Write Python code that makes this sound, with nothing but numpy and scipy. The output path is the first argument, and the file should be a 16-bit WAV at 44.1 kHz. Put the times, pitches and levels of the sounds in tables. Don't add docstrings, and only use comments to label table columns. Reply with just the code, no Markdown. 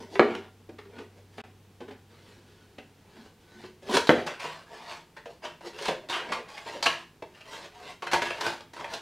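import sys
import numpy as np
from scipy import signal
from scipy.fft import rfft, irfft, next_fast_len
from scipy.io import wavfile
from scipy.ndimage import uniform_filter1d

SR = 44100
rng = np.random.default_rng(int(sys.argv[2]) if len(sys.argv) > 2 else 0)


def log_audio(samples):
    frames = np.atleast_2d(samples).T
    limited = np.clip(frames, -1, 1)
    pcm = np.round(limited * 32767).astype(np.int16)
    wavfile.write(sys.argv[1], SR, pcm)


N = 397341

# f/Hz, level/dB
CRACK_SPECTRUM = [(40, -20.5), (100, -9), (170, -13.5), (230, -2), (380, 1.5), (900, 3.5), (1300, 0.5),
                  (2100, 1), (3200, -3.5), (5000, -9), (7000, -16.5), (10000, -23.5), (15500, -38)]


def amp(db):
    return 10 ** (np.asarray(db) / 20)


def unit_level(x):
    return x / np.sqrt(np.mean(x ** 2) + 1e-20)


def set_attack_level(x, db, samples=1100):
    return amp(db) * x / np.sqrt(np.mean(x[:samples] ** 2) + 1e-20)


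def look_up(points, hz):
    f, value = np.transpose(points)
    return np.interp(np.log(hz + 1), np.log(f + 1), value)


def add(mix, start_s, sound):
    part = mix[max(round(start_s * SR), 0):][:len(sound)]
    part += sound[:len(part)]


def click(spectrum, size=4096):
    hz = abs(np.fft.fftfreq(size, 1 / SR))
    log_gain = np.log(amp(look_up(spectrum, hz)))
    return np.fft.ifft(np.exp(np.conj(signal.hilbert(log_gain)))).real[:size // 2]


def noise(spectrum, channels):
    size = next_fast_len(N)
    colour = amp(look_up(spectrum, np.fft.rfftfreq(size, 1 / SR)))
    white = rng.standard_normal((channels, size))
    return unit_level(irfft(rfft(white) * colour, size))[:, :N]


def three_bands(x, thud_top_hz=700, crack_top_hz=3500):
    edges = [(thud_top_hz, "low"), ([thud_top_hz, crack_top_hz], "band"), (crack_top_hz, "high")]
    return [signal.sosfilt(signal.butter(3, hz, kind, fs=SR, output="sos"), x) for hz, kind in edges]


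def tiny_cracks(size, per_s, spread_db):
    heights = amp(spread_db * np.minimum(rng.exponential(1, size), 4)) * rng.choice([-1, 1], size)
    return unit_level(heights * (rng.random(size) < per_s / SR))


def rasp(slip_db=1.5, slips_per_s=90, fade_s=0.0027):
    # start/s, build-up/s, easing/s, then at full force thud/dB, crack/dB, fizz/dB
    pushes = [(0.0, 0.004, 0.13, -43, -49, -54), (0.1, 0.044, 0.07, -39, -48.5, -49.5),
              (0.25, 0.059, 0.18, -36, -39, -57.5), (0.89, 0.12, 0.07, -44, -49.5, -61),
              (1.119, 0.068, 0.1, -57, -62, -67.5), (1.31, 0.071, 0.04, -57, -56, -58),
              (2.08, 0.039, 0.34, -58, -58.5, -65), (2.17, 0.11, 0.35, -57, -58.5, -62.5),
              (2.4, 0.091, 0.81, -66.5, -66, -68), (2.97, 0.24, 0.087, -56, -57.5, -63),
              (3.19, 0.07, 0.076, -53.5, -57, -61.5), (3.4, 0.26, 0.085, -53.5, -53.5, -57.5),
              (3.82, 0.077, 0.038, -39.5, -43.5, -48.5), (3.895, 0.061, 0.035, -24.5, -22.5, -28.5),
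              (4.13, 0.059, 0.13, -32, -38, -48.5), (4.26, 0.016, 0.12, -43, -34, -46),
              (4.39, 0.038, 0.22, -51, -35, -44), (4.66, 0.077, 0.31, -51, -47.5, -56),
              (4.761, 0.16, 0.11, -55.5, -40, -47.5), (5.27, 0.04, 0.07, -48, -63, -58.5),
              (5.42, 0.024, 0.11, -42, -38, -49.5), (5.621, 0.054, 0.051, -42.5, -42.5, -46),
              (5.73, 0.16, 0.055, -38, -36.5, -41.5), (5.95, 0.084, 0.31, -51, -56, -74),
              (6.09, 0.059, 0.16, -44, -32, -46.5), (6.18, 0.13, 0.2, -37, -40, -55),
              (6.475, 0.016, 0.44, -56, -45, -50.5), (6.65, 0.027, 0.11, -43, -39, -46.5),
              (6.69, 0.065, 0.13, -42.5, -41, -50), (6.87, 0.033, 0.14, -55, -34, -43.5),
              (7.3, 0.069, 0.18, -69, -54.5, -61.5), (7.45, 0.091, 0.13, -47, -41, -46),
              (7.571, 0.075, 0.071, -49.5, -46, -51.5), (7.72, 0.19, 0.049, -47, -42.5, -49),
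              (8.21, 0.053, 0.15, -45.5, -35, -43), (8.33, 0.15, 0.12, -38.5, -31.5, -41),
              (8.73, 0.072, 0.12, -45.5, -41.5, -51), (8.87, 0.064, 0.095, -46.5, -39, -45.5)]
    out, one_crack = np.zeros(N), click(CRACK_SPECTRUM)
    for start, build, ease, *levels_db in pushes:
        t = np.arange(0, max(build + ease, 0.03), 1 / SR)
        force_db = np.interp(t, [0, build, build + ease], [-17, 0, -23.5])
        slips = np.interp(t * slips_per_s, np.arange(500), rng.standard_normal(500))
        tear = tiny_cracks(len(t), per_s=2500, spread_db=2.0) * amp(slip_db * slips)
        tear = signal.fftconvolve(tear, one_crack)
        sound = signal.fftconvolve(tear, jug_ring(start, detune=0.034, ring_db=-1.5))
        bands = three_bands(flex(sound, depth_db=3.36)[:len(t)])
        sound = sum(unit_level(band) * amp(db + force_db) for band, db in zip(bands, levels_db))
        fade = np.clip(np.minimum(t, t[-1] - t) / fade_s, 0, 1)
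        add(out, start, garage(fade * sound, tail_db=-3.5, echo_db=-12.5))
    return out


def jug_ring(at_s, detune, ring_db, size=10000, slit_s=4.03):
    # f/Hz, level/dB, time to fade by 60 dB/s
    whole_tones = [(196, 13.5, 0.46), (231.2, 18.5, 0.15), (284, 12, 0.51), (351.6, 15, 0.33),
                   (415, 17.5, 0.14), (452, -1, 0.069), (574.5, -11.5, 0.2), (755.5, 6.5, 0.56),
                   (908, 6.5, 0.069), (954, 1, 0.11), (1160, -3, 0.22), (1447.6, 11, 0.095),
                   (1656, 3.5, 0.078), (2950, -6.5, 0.05)]
    slit_tones = [(159.7, 17.2, 0.22), (240, 6, 0.32), (347.3, 15.7, 0.52), (433.5, 13.4, 0.15),
                  (504.6, 9.1, 0.13), (598.6, 9.3, 0.11), (689, 7.7, 0.13), (922, 9.2, 0.059),
                  (1070, 8.8, 0.19), (1575, 2.9, 0.047), (1690, 1.8, 0.24), (2730, 2.5, 0.054),
                  (4210, 1.1, 0.081)]
    t = np.arange(size) / SR
    ring = np.zeros(size)
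    ring[0] = 1
    for hz, db, decay_s in whole_tones if at_s < slit_s else slit_tones:
        damping = np.log(1000) / decay_s
        shifted_hz = hz * (1 + detune * rng.standard_normal())
        strength = amp(db + ring_db) * 2 * damping / SR
        ring += strength * np.exp(-damping * t) * np.cos(2 * np.pi * shifted_hz * t)
    return ring


def flex(x, depth_db):
    spectra = signal.stft(x, nperseg=1024, noverlap=768)[2]
    wobble = uniform_filter1d(rng.standard_normal(spectra.shape), size=9, axis=1)
    wobble = unit_level(uniform_filter1d(wobble, size=5, axis=0))
    return signal.istft(spectra * amp(depth_db * wobble), nperseg=1024, noverlap=768)[1][:len(x)]


def garage(x, tail_db, echo_db, build_s=0.0021):
    # f/Hz, time to fade by 60 dB/s
    decay_times = [(100, 0.54), (260, 0.23), (700, 0.2617), (1840, 0.344), (4850, 0.3158), (14000, 0.3)]
    # delay/s, level relative to echo_db/dB
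    echoes = [(0.0026, -21), (0.0062, -21.5), (0.0107, -0.5), (0.0206, -15), (0.031, -14.5), (0.036, -14)]
    hz, t, spectra = signal.stft(rng.choice([-1., 1.], size=18000), SR, nperseg=256)
    decay = amp(-60 * t / look_up(decay_times, hz)[:, None])
    tail = signal.istft(spectra * decay * (1 - np.exp(-t / build_s)), SR, nperseg=256)[1]
    response = amp(tail_db) * tail / np.linalg.norm(tail)
    response[0] += 1
    for delay, db in echoes:
        add(response, delay, amp([db + echo_db]))
    return signal.fftconvolve(x, response)


def hum(pitch_hz=97.6, waver=0.0031):
    # t/s, level/dB
    loudness = [(0, -58.5), (1.5, -57.5), (2.3, -61), (3.0, -65), (3.7, -65.5), (5.0, -76), (9.0, -68.5)]
    t = np.arange(N) / SR
    drift = np.interp(t * 4, np.arange(60), rng.standard_normal(60))
    cycles = np.cumsum(pitch_hz * (1 + waver * drift)) / SR
    return amp(np.interp(t, *np.transpose(loudness))) * unit_level(np.sin(2 * np.pi * cycles))


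def room_noise(air_db=-59.5, hiss_db=-72):
    # f/Hz, relative level/dB
    air_spectrum = [(20, -15.5), (42, -9), (65, -6), (100, -8), (160, -2.5), (300, -9.5), (440, -8),
                    (560, -17), (920, -16.5), (1300, -21.5), (3000, -23.5), (8000, -32.5), (15000, -38.5)]
    # f/Hz, relative level/dB
    hiss_spectrum = [(12, -33), (20, -2.5), (171, -5), (452, -4.5), (597, -7), (649, -8.5), (2680, -10),
                     (15500, -13)]
    return amp(air_db) * noise(air_spectrum, channels=1) + amp(hiss_db) * noise(hiss_spectrum, channels=2)


def snaps():
    # t/s, thud/dB, crack/dB, fizz/dB, pitch of the patch/Hz, rise/s, splintering/s
    breaks = [(0.1547, -36, -37.5, -58, 392, 0.00064, 0.028), (0.35, -48, -42.5, -49, 2980, 0.0012, 0.017),
              (3.889, -33, -52, -53, 197, 0.0041, 0.034), (3.968, -25, -22.5, -29.5, 1490, 0.0009, 0.04),
              (4.07, -49, -36.5, -38, 3880, 0.00086, 0.043), (4.263, -54, -40.5, -43, 1700, 0.0034, 0.057),
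              (4.395, -66, -42.5, -46.5, 2470, 0.0045, 0.039),
              (5.786, -64, -43.5, -48, 2970, 0.0029, 0.036), (5.82, -64, -44, -45.5, 1640, 0.0033, 0.039),
              (5.851, -57, -34.5, -41, 3720, 0.003, 0.086), (5.879, -37.5, -33.5, -40, 3400, 0.0028, 0.03),
              (6.087, -51, -44, -47, 3620, 0.00078, 0.14), (6.096, -45.5, -35, -37.5, 3680, 0.0014, 0.26),
              (6.318, -45, -29.5, -40, 1150, 0.0028, 0.095), (6.826, -45, -31.5, -30.5, 4530, 0.00082, 0.1),
              (6.856, -37.5, -24, -32.5, 1050, 0.0032, 0.032),
              (8.021, -41.5, -37, -49.5, 1120, 0.0015, 0.12), (8.066, -47, -35, -47.5, 1420, 0.0031, 0.042),
              (8.114, -50, -30.5, -38.5, 754, 0.0014, 0.18),
              (8.132, -28.5, -22.5, -32.5, 924, 0.0012, 0.11), (8.218, -35, -29.5, -39, 670, 0.0011, 0.078),
              (8.303, -40, -34.5, -46, 2550, 0.0024, 0.014), (8.407, -41, -34, -38, 960, 0.003, 0.025),
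              (8.463, -34, -33, -39.5, 975, 0.00092, 0.035), (8.606, -56, -50, -56, 3300, 0.00079, 0.037),
              (8.733, -54, -49, -54, 1880, 0.0015, 0.09), (8.806, -44.5, -42, -65, 930, 0.0025, 0.015),
              (8.842, -66, -37, -54, 910, 0.001, 0.056), (8.936, -46, -43.5, -40.5, 3960, 0.00097, 0.051)]
    out = np.zeros(N)
    for at_s, *levels_db, hz, rise_s, decay_s in breaks:
        add(out, *burst(at_s, levels_db, hz, rise_s, decay_s, patch_db=3.5, jug_db=-2.5))
    return out


def burst(at_s, levels_db, hz, rise_s, decay_s, patch_db, jug_db):
    t = np.arange(SR // 8) / SR
    growth_db = np.minimum(-15 * (2 - t / rise_s), 0)
    decay_db = -60 * (t - 3.7 * rise_s) / decay_s
    shower = tiny_cracks(len(t), per_s=6500, spread_db=0.34) * amp(np.minimum(growth_db, decay_db))
    patch_ring = signal.lfilter(*signal.iirpeak(hz, Q=12.0, fs=SR), shower)
    sound = signal.fftconvolve(shower + amp(patch_db) * patch_ring, click(CRACK_SPECTRUM))
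    sound = signal.fftconvolve(sound, jug_ring(at_s, detune=0.035, ring_db=jug_db))
    sound = sum(set_attack_level(band, db) for band, db in zip(three_bands(sound), levels_db))
    return at_s - rise_s, garage(sound, tail_db=-3.0, echo_db=-10)


def pops(push_db=-2, crack_db=-3, crack_s=0.016):
    # t/s, level/dB, push/s, rattle in the blend/dB, rattle/s, low edge/Hz, high edge/Hz
    buckles = [(0.195, -15, 0.0002, -6, 0.28, 190, 2200), (0.2003, -17.5, 0.00031, -2.5, 0.047, 120, 1510),
               (4.0928, -13, 0.00031, 0.5, 0.13, 95, 2660)]
    # f/Hz, level/dB
    rattle_spectrum = [(40, -23), (120, -16.5), (200, -3), (450, 11), (700, 4.5), (1000, -11.5),
                       (1800, -15.5), (3200, -12.5), (5000, -12), (15500, -5.5)]
    out, t = np.zeros(N), np.arange(SR // 4) / SR
    for at_s, db, push_s, rattle_db, rattle_s, low_hz, high_hz in buckles:
        push = (1 - t / push_s) * np.exp(-t / push_s)
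        push = signal.lfilter(*signal.butter(1, 1500, fs=SR), push)
        crack = tiny_cracks(len(t), per_s=6500, spread_db=3.5) * amp(-60 * t / crack_s)
        crack = signal.fftconvolve(crack, click(CRACK_SPECTRUM))[:len(t)]
        rattle = tiny_cracks(len(t), per_s=2500, spread_db=4.0) * amp(-60 * t / rattle_s)
        rattle = signal.fftconvolve(rattle, click(rattle_spectrum))[:len(t)]
        blow = amp(push_db) * unit_level(push) + amp(crack_db) * unit_level(crack)
        blow += amp(rattle_db) * unit_level(rattle)
        blow = signal.lfilter(*signal.butter(2, [low_hz, high_hz], "band", fs=SR), blow)
        sound = signal.fftconvolve(blow, jug_ring(at_s, detune=0.002, ring_db=-2.9, size=16000))
        add(out, at_s, garage(set_attack_level(sound, db), tail_db=-3, echo_db=-24.0))
    return out


def knocks(rise_s=0.0028):
    # t/s, thud/dB, crack/dB, pitch of the struck patch/Hz, fade/s
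    bumps = [(0.597, -60, -80, 230, 0.026), (0.689, -44, -56, 325, 0.061), (0.784, -48, -48, 402, 0.045),
             (0.851, -52, -62, 395, 0.024), (0.982, -52, -48.5, 397, 0.043),
             (1.379, -44, -45.5, 238, 0.037), (1.399, -51.5, -48, 217, 0.012),
             (1.447, -75, -65, 220, 0.038), (1.803, -42.5, -50, 350, 0.12), (1.879, -45, -52.5, 394, 0.11),
             (1.907, -45, -51.5, 260, 0.081), (2.781, -46.5, -50.5, 300, 0.022),
             (3.164, -53.5, -59, 221, 0.065), (3.636, -43.5, -51.5, 348, 0.064),
             (4.44, -41.5, -41, 161, 0.11), (4.91, -54.5, -55, 159, 0.044),
             (5.165, -57.5, -46, 1830, 0.076), (5.255, -44, -46.5, 655, 0.07), (5.46, -55, -63, 160, 0.047),
             (5.606, -51, -51, 915, 0.05), (5.644, -48, -56, 215, 0.06), (5.881, -28, -34.5, 552, 0.11),
             (6.66, -47.5, -48, 159, 0.062), (6.86, -42, -36, 100, 0.041),
             (7.2214, -39.5, -46, 660, 0.0094)]
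    out = np.zeros(N)
    for at_s, thud_db, crack_db, hz, decay_s in bumps:
        levels_db = (thud_db, crack_db, crack_db - 13.5)
        add(out, *burst(at_s, levels_db, hz, rise_s, decay_s, patch_db=7.5, jug_db=-3.5))
    return out


def squeaks(rise_s=0.0037):
    # t/s, level/dB, f/Hz, fade/s
    catches = [(2.78, -53, 2710, 0.014), (5.448, -45.5, 3220, 0.08), (6.125, -35.5, 3000, 0.23),
               (6.572, -43, 2190, 0.056), (6.862, -24, 2860, 0.012), (7.346, -57, 2840, 0.048),
               (7.406, -51.5, 2680, 0.022)]
    out = np.zeros(N)
    for at_s, db, hz, decay_s in catches:
        levels_db = (db - 16, db, db - 6.5)
        add(out, *burst(at_s, levels_db, hz, rise_s, decay_s, patch_db=13.5, jug_db=-15.5))
    return out


def scene():
    # f/Hz, level/dB
    width = [(100, -38.5), (500, -38), (2000, -34.5), (5000, -28), (9000, -19.5), (15000, -21)]
    jug = pops() + knocks() + snaps() + squeaks() + rasp()
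    reflections = garage(jug, tail_db=1.0, echo_db=-11)[:N] - jug
    side = signal.fftconvolve(reflections, click(width))[:N]
    return np.array([jug + side, jug - side]) + hum() + room_noise()


def record(dry, dip_start_s=1.417, dip_end_s=1.438, dip_db=-31, top_hz=15850):
    t = np.arange(N) / SR
    gate = uniform_filter1d(1. - ((t > dip_start_s) & (t < dip_end_s)), size=60)
    clipped = np.clip(dry * np.maximum(gate, amp(dip_db)), -1, 1)
    low_pass = signal.firwin(511, top_hz, window=("kaiser", 9), fs=SR)
    return signal.oaconvolve(clipped, low_pass[None], "same")


dry = scene()
out = record(dry)
log_audio(out)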